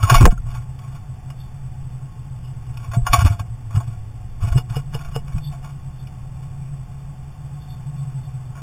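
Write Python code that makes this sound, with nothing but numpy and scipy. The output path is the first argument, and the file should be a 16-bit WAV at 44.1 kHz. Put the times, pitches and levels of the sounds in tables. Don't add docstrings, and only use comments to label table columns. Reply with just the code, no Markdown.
import sys
import numpy as np
from scipy import signal
from scipy.fft import rfft, irfft, next_fast_len
from scipy.io import wavfile
from scipy.ndimage import uniform_filter1d

SR = 44100
rng = np.random.default_rng(int(sys.argv[2]) if len(sys.argv) > 2 else 0)


def dump(signal):
    limited = np.clip(np.atleast_2d(signal).T, -1, 1)
    pcm = np.round(limited * 32767).astype(np.int16)
    wavfile.write(sys.argv[1], SR, pcm)


N = 380141
TIME_S = np.arange(N) / SR

# (time [s], level [dB], fall [s], treble lift [dB])
CATCHES = [(0.031, -18.5, 0.0032, 5), (0.1, -0.5, 0.0057, -3.5), (0.143, -8.5, 0.0069, 0),
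           (0.154, -7.5, 0.0038, 3), (0.2541, 1.5, 0.0026, -4.5), (0.2631, -6.5, .0034, -18),
           (0.464, -40.5, 0.012, -17), (0.792, -39.5, 0.0054, 4), (1.304, -34.5, 0.0026, -3),
           (2.774, -35, 0.0055, 11), (2.916, -34, 0.011, -2), (2.936, -24.5, 0.016, -5),
           (3.067, -15, 0.011, -6.5), (3.133, -3, .012, -1.5), (3.191, -18.5, 0.0082, 11),
           (3.25, -19.5, 0.012, 2), (3.395, -26.5, .008, 0), (3.708, -40.5, 0.047, -8),
           (3.803, -29.5, .009, -24), (4.425, -35, 0.035, -2), (6.072, -44, .008, 12),
           (6.43, -45, 0.0066, 0), (8.554, -40.5, 0.047, -8.5)]
# (peak time [s], level [dB], fall [s])
SCUFFS = [(0.123, -17, 0.026), (0.169, -17, 0.017), (0.216, -15, 0.022), (0.313, -31, 0.012),
          (0.504, -42.5, 0.026), (0.554, -34.5, .018), (2.847, -40.5, 0.033), (3.165, -22, .014),
          (3.211, -21, 0.018), (3.267, -21, 0.018), (3.32, -33.5, 0.021), (3.763, -32.5, 0.02),
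          (4.477, -33.5, 0.014), (4.523, -31.5, 0.016), (4.581, -25, 0.0042), (4.702, -37, .012),
          (4.745, -37, 0.025), (5.383, -36, 0.0083), (5.529, -40, 0.021), (5.65, -39, 0.021)]
# (start [s], end [s], level [dB])
FIDGETS = [(0, .08, -28), (0.448, .62, -48.5), (0.809, .97, -46), (2.662, 2.83, -47.5), (3.828, 3.94, -46),
           (4.411, 4.6, -40.5), (4.69, 4.8, -42), (4.976, 5.12, -40), (5.28, 5.37, -42.5),
           (5.63, 5.71, -48.5)]
# (peak time [s], level [dB], pitch [Hz], fall [s])
SQUEAKS = [(0.038, -19, 1308, 0.0093), (0.074, -24.5, 1080, 0.033), (0.104, -7.5, 1103, 0.0088),
           (0.147, -2.5, 1105, 0.0057), (0.38, -36, 1360, 0.0048), (3.144, -13, 1124, .008)]
# (time [s], peak [dB])
KNOCKS = [(0.2545, 2), (0.2623, 7.5), (0.268, -5)]
# (time [s], knock [dB], squeak [dB])
STEPS = [(4.582, -23, -35), (4.768, -18.5, -40), (4.951, -20, -41), (5.163, -14, -35.5)]
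# (peak time [s], level [dB], pitch [Hz])
SHOVES = [(0.039, -4.5, 96.4), (0.122, 0, 123), (0.215, 4, 119.2), (0.244, 10, 70.6), (2.886, -20, 108),
          (2.976, -5.5, 119), (3.138, -8, 115), (3.191, -4, 73), (3.226, -5, 106), (3.254, 2.5, 81),
          (3.307, -7.5, 101), (3.407, -16, 103), (3.752, -10, 109), (3.773, -5, 113), (3.883, -15, 115),
          (4.44, -6.5, 97), (4.477, -13.5, 113), (4.524, -9, 78), (4.561, -2.5, 125), (4.709, -15, 118),
          (5.351, -14.5, 110.4)]
# (time [s], peak [dB])
BUMPS = [(0.207, -14), (0.262, 1.5), (0.325, -17), (2.968, -19), (3.249, -20), (4.558, -25), (5.351, -22.5)]
# (time [s], peak [dB])
WING_BEATS = [(0.168, -2.5), (0.202, -5.5), (0.258, 3), (0.294, -3), (2.905, -25), (3.029, -13),
              (3.109, -12), (3.277, -14), (4.428, -18.5), (4.516, -15), (4.552, -19.5), (5.35, -17)]
# (frequency [Hz], width [Hz], gain [dB])
BOX_MODES = [(280, 59, -6), (696.2, 14.8, 9), (735, 11, 4.5), (856, 46, -5.5), (882, 42, -1),
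             (1058, 45, 0.5), (1105, 32.6, 7), (1125, 11, -12), (1277, 26, -4), (1400, 34, 2),
             (1500, 13, -35), (1593, 23, -8.5), (1800, 13, -16.5), (2035, 97, -18), (2318, 33, -4),
             (2250, 32, -3), (2451, 100, -8.5), (2790, 22, -10), (2852, 25, -5.5), (2840, 14, -9),
             (3358, 110, -11), (3512, 38, -8)]
# (frequency [Hz], width [Hz], gain [dB])
WALL_MODES = [(185, 45, -5), (305, 59, 5), (458, 36, 22), (533, 58, 3), (717, 39, 13.5), (850, 48, -9),
              (2840, 350, 2.5)]
# (time [s], pitch [Hz])
HOLE_HZ = [(0, 114), (1.2, 129), (2.1, 130), (3.3, 114), (4.35, 116), (5.05, 137), (5.5, 142), (6.15, 129),
           (6.6, 138), (8.1, 138), (8.6, 133)]
# (time [s], level [dB])
HOLE_DB = [(0, -26.5), (1, -34), (2.9, -32), (3.85, -32), (4.35, -39.5), (4.8, -30), (5.4, -29.5),
           (5.65, -35.5), (6.65, -31), (7.1, -36.5), (7.7, -32.5), (8.05, -26.5), (8.6, -34.5)]
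# (frequency [Hz], relative density [dB])
OUTDOOR_SPECTRUM = [(12, 0.5), (30, 0.5), (45, -1.5), (100, -4.5), (170, -13), (220, -21.5), (320, -28.5),
                    (600, -34.5), (1000, -38.5), (2000, -41), (3600, -45)]
# (time [s], gain [dB])
RUMBLE_DB = [(0, 11), (.45, 11.5), (.7, -4), (2.2, -1.5), (3.6, -1), (5.2, 5), (5.6, -2), (8.6, -7)]
# (frequency [Hz], width [Hz], gain [dB])
DRONE_MODES = [(742.3, 18, 10), (848, 70, 4.5), (1078, 42, 4), (1380, 36, -11.5), (2370, 146, -11.5),
               (2780, 25, -6), (3476, 66, -8.5)]
# (time [s], level [dB])
DRONE_DB = [(0, -54.5), (2, -54), (4.2, -55), (6, -53), (7.2, -53.5), (8.1, -50.5), (8.6, -54.5)]
# (peak time [s], level [dB], pitch [Hz])
CHIRPS = [(1.405, -51, 3550), (2.455, -52.5, 2860), (5.455, -42.5, 3550), (6.0, -54, 3550),
          (6.645, -57, 2380), (7.63, -55, 3570), (7.71, -51, 3570), (7.99, -60, 3520), (8.245, -57.5, 3550)]


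def claws(box, fidgets_per_s=30, fidget_spread_db=2.5):
    out = np.zeros(N)
    for at_s, db, fall_s, lift_db in CATCHES:
        add(out, *scrape(box, at_s, db, rise_s=0.0019, fall_s=fall_s, lift_db=lift_db))
    for row in SCUFFS:
        add(out, *scuff(box, *row))
    for row in SQUEAKS:
        add(out, *squeak(*row))
    for row in KNOCKS:
        add(out, *knock(*row))
    for start_s, end_s, db in FIDGETS:
        for slot_s in np.arange(start_s, end_s, 1 / fidgets_per_s):
            at_s = slot_s + rng.random() / fidgets_per_s / 2
            add(out, *scuff(box, at_s, db + fidget_spread_db * rng.standard_normal(), fall_s=0.012))
    return out


def scrape(box, at_s, db, rise_s, fall_s, lift_db, slips_per_s=1300, rub=0.2, treble_hz=2000):
    t, lead_in = swell(max(rise_s, 0.012), fall_s)
    _, bite = swell(rise_s, fall_s)
    force = np.maximum(bite, 0.12 * lead_in)
    count = len(t)
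    slip_db = np.minimum(rng.exponential(1, count), 3)
    slips = gain_of(slip_db) * rng.choice([-1, 1], count)
    slips *= rng.random(count) < slips_per_s / SR
    friction = unit_rms(slips) + rub * rng.standard_normal(count)
    friction = coloured(friction, lambda hz: lift_db / (1 + (treble_hz / (hz + 1)) ** 4))
    stroke = signal.fftconvolve(force * friction, contact_response(box, spread_db=3))[:count]
    return at_s + t[0], gain_of(db) * np.sqrt(np.mean(force ** 2)) * unit_rms(stroke)


def scuff(box, at_s, db, fall_s):
    return scrape(box, at_s, db, rise_s=0.6 * fall_s, fall_s=fall_s, lift_db=-2)


def squeak(at_s, db, hz, fall_s):
    return whistle(at_s, db, hz, rise_s=0.55 * fall_s, fall_s=fall_s, jitter=0.013, shimmer=0.24)


def knock(at_s, db, contact_hz=2500):
    modes = signal.lfilter(*signal.butter(1, contact_hz, fs=SR), ring(WALL_MODES))
    wall = contact_response(modes, spread_db=2)
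    return at_s, gain_of(db) * wall / abs(wall).max()


def steps(box, lead_s=0.005, fall_s=0.017):
    out = np.zeros(N)
    for at_s, knock_db, squeak_db in STEPS:
        add(out, *scuff(box, at_s - lead_s, db=-33.5, fall_s=fall_s))
        add(out, *squeak(at_s - lead_s, squeak_db, hz=2873, fall_s=fall_s))
        add(out, *knock(at_s, knock_db))
        add(out, *shove(at_s, db=-14, hz=132.8))
    return out


def pumped_air():
    out = np.zeros(N)
    for source, table in (shove, SHOVES), (bump, BUMPS), (wing_beat, WING_BEATS):
        for row in table:
            add(out, *source(*row))
    return out


def shove(at_s, db, hz, rise_s=0.006, open_fall_s=0.021, open_hz=123, buffet=0.11, buffet_hz=110):
    t, envelope = swell(rise_s, open_fall_s * (hz / open_hz) ** 1.83)
    onset = np.clip(t / rise_s + 4, 0, 1)
    noise = rng.standard_normal(len(t))
    eddies = signal.sosfilt(signal.butter(2, buffet_hz, fs=SR, output="sos"), noise)
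    air = np.cos(2 * np.pi * hz * t) + buffet * unit_rms(eddies)
    return at_s + t[0], gain_of(db) * onset * uniform_filter1d(envelope, size=130) * air


def bump(at_s, db, hz=178.3, rise_s=0.0019, fall_s=0.0068):
    t = np.arange(SR // 10) / SR
    thud = (1 - np.exp(-t / rise_s)) * np.exp(-t / fall_s) * np.sin(2 * np.pi * hz * t)
    return at_s, gain_of(db) * thud / abs(thud).max()


def wing_beat(at_s, db, doubling_db=24):
    half_s = 0.0079 * 2 ** (db / doubling_db)
    u = np.arange(-5, 5, 1 / (half_s * SR))
    return at_s + u[0] * half_s, gain_of(db) * u * np.exp((1 - u ** 2) / 2)


def hole_hum(width_hz=9, steadiness=0.32):
    noise = rng.standard_normal(N + SR) + 1j * rng.standard_normal(N + SR)
    flutter = signal.sosfilt(signal.butter(2, width_hz, fs=SR, output="sos"), noise)[SR:]
    power = uniform_filter1d(abs(flutter) ** 2, size=6000)
    flutter /= (power + 1e-12) ** (steadiness / 2)
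    phase_rad = 2 * np.pi * np.cumsum(curve(HOLE_HZ)) / SR
    hum = (flutter * np.exp(1j * phase_rad)).real
    return gain_of(curve(HOLE_DB)) * unit_rms(hum)


def outdoors(rumble_hz=70, base_db=-34):
    points_hz, points_db = np.transpose(OUTDOOR_SPECTRUM)
    noise = rng.standard_normal(N)
    wash = unit_rms(coloured(noise, lambda hz: np.interp(np.log(hz + 1), np.log(points_hz), points_db)))
    rumble = coloured(wash, lambda hz: -20 * np.log10(1 + (hz / rumble_hz) ** 4))
    wash += rumble * (gain_of(curve(RUMBLE_DB)) - 1)
    drone = signal.oaconvolve(rng.standard_normal(N), ring(DRONE_MODES).sum(axis=0))[:N]
    return gain_of(base_db) * wash + gain_of(curve(DRONE_DB)) * unit_rms(drone)


def far_birds():
    out = np.zeros(N)
    for row in CHIRPS:
        add(out, *whistle(*row, rise_s=0.018, fall_s=0.035, jitter=0.0071, shimmer=1.0))
    return out


def whistle(at_s, db, hz, rise_s, fall_s, jitter, shimmer):
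    t, envelope = swell(rise_s, fall_s)
    wander, flicker = unit_rms(uniform_filter1d(rng.standard_normal((2, len(t))), size=90))
    phase_rad = 2 * np.pi * np.cumsum(hz * (1 + jitter * wander)) / SR
    tone = (1 + shimmer * flicker) * np.sin(phase_rad)
    return at_s + t[0], gain_of(db) * envelope * unit_rms(tone)


def ring(modes):
    t = np.arange(SR // 5) / SR
    return np.array([gain_of(db) * width_hz * np.exp(-np.pi * width_hz * t) * np.cos(2 * np.pi * hz * t)
                     for hz, width_hz, db in modes])


def contact_response(rings, spread_db):
    return gain_of(spread_db * rng.standard_normal(len(rings))) @ rings


def swell(rise_s, fall_s):
    t = np.arange(-.1, .26, 1 / SR)
    return t, np.exp(np.where(t < 0, t / rise_s, -t / fall_s))


def curve(points):
    return np.interp(TIME_S, *np.transpose(points))


def gain_of(db):
    return 10 ** (np.asarray(db) / 20)


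def unit_rms(x):
    return x / np.sqrt(np.mean(x ** 2) + 1e-20)


def add(mix, start_s, sound):
    start = round(start_s * SR)
    sound = sound[max(-start, 0):]
    part = mix[max(start, 0):][:len(sound)]
    part += sound[:len(part)]


def coloured(x, db_at):
    size = next_fast_len(len(x))
    return irfft(rfft(x, size) * gain_of(db_at(np.fft.rfftfreq(size, 1 / SR))), size)[:len(x)]


def low_pass(x, hz):
    return signal.oaconvolve(x, signal.firwin(1023, hz, window=("kaiser", 8), fs=SR), "same")


def suppressor(x, memory_s=0.033, margin_db=5, slope=0.78, max_cut_db=9, full_above_hz=600):
    hz, _, spectra = signal.stft(x, SR, nperseg=512, noverlap=384)
    power = uniform_filter1d(abs(spectra) ** 2, size=7, axis=0)
    power = uniform_filter1d(power, size=5, axis=1)
    now_db = 10 * np.log10(abs(power) + 1e-14)
    pole = np.exp(-128 / SR / memory_s)
    recent_db = signal.lfilter([1 - pole], [1, -pole], now_db, zi=pole * now_db[:, :1])[0]
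    cut_db = np.clip(slope * (recent_db - now_db - margin_db), 0, max_cut_db)
    cut_db *= np.clip(hz / full_above_hz, 0, 1)[:, None] ** 2
    return signal.istft(spectra * gain_of(-cut_db), SR, nperseg=512, noverlap=384)[1][:N]


def scene(low_cut_hz=540):
    low_cut = signal.butter(2, low_cut_hz, "high", fs=SR, output="sos")
    box = signal.sosfilt(low_cut, ring(BOX_MODES))
    outside = hole_hum() + outdoors() + far_birds()
    return (outside + pumped_air() + steps(box) + claws(box))[None]


def record(dry, band_hz=3660, ceiling=0.73, hold_hz=8000, top_hz=15850):
    narrow = low_pass(suppressor(dry[0]), band_hz)
    saturated = narrow / (1 + (narrow / ceiling) ** 4) ** (1 / 4)
    samples = np.interp(np.arange(0, N / SR, 1 / hold_hz), TIME_S, saturated)
    held = signal.resample_poly(np.repeat(samples, 12), SR, 12 * hold_hz)[:N]
    return low_pass(held, top_hz)[None]


dry = scene()
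out = record(dry)
dump(out)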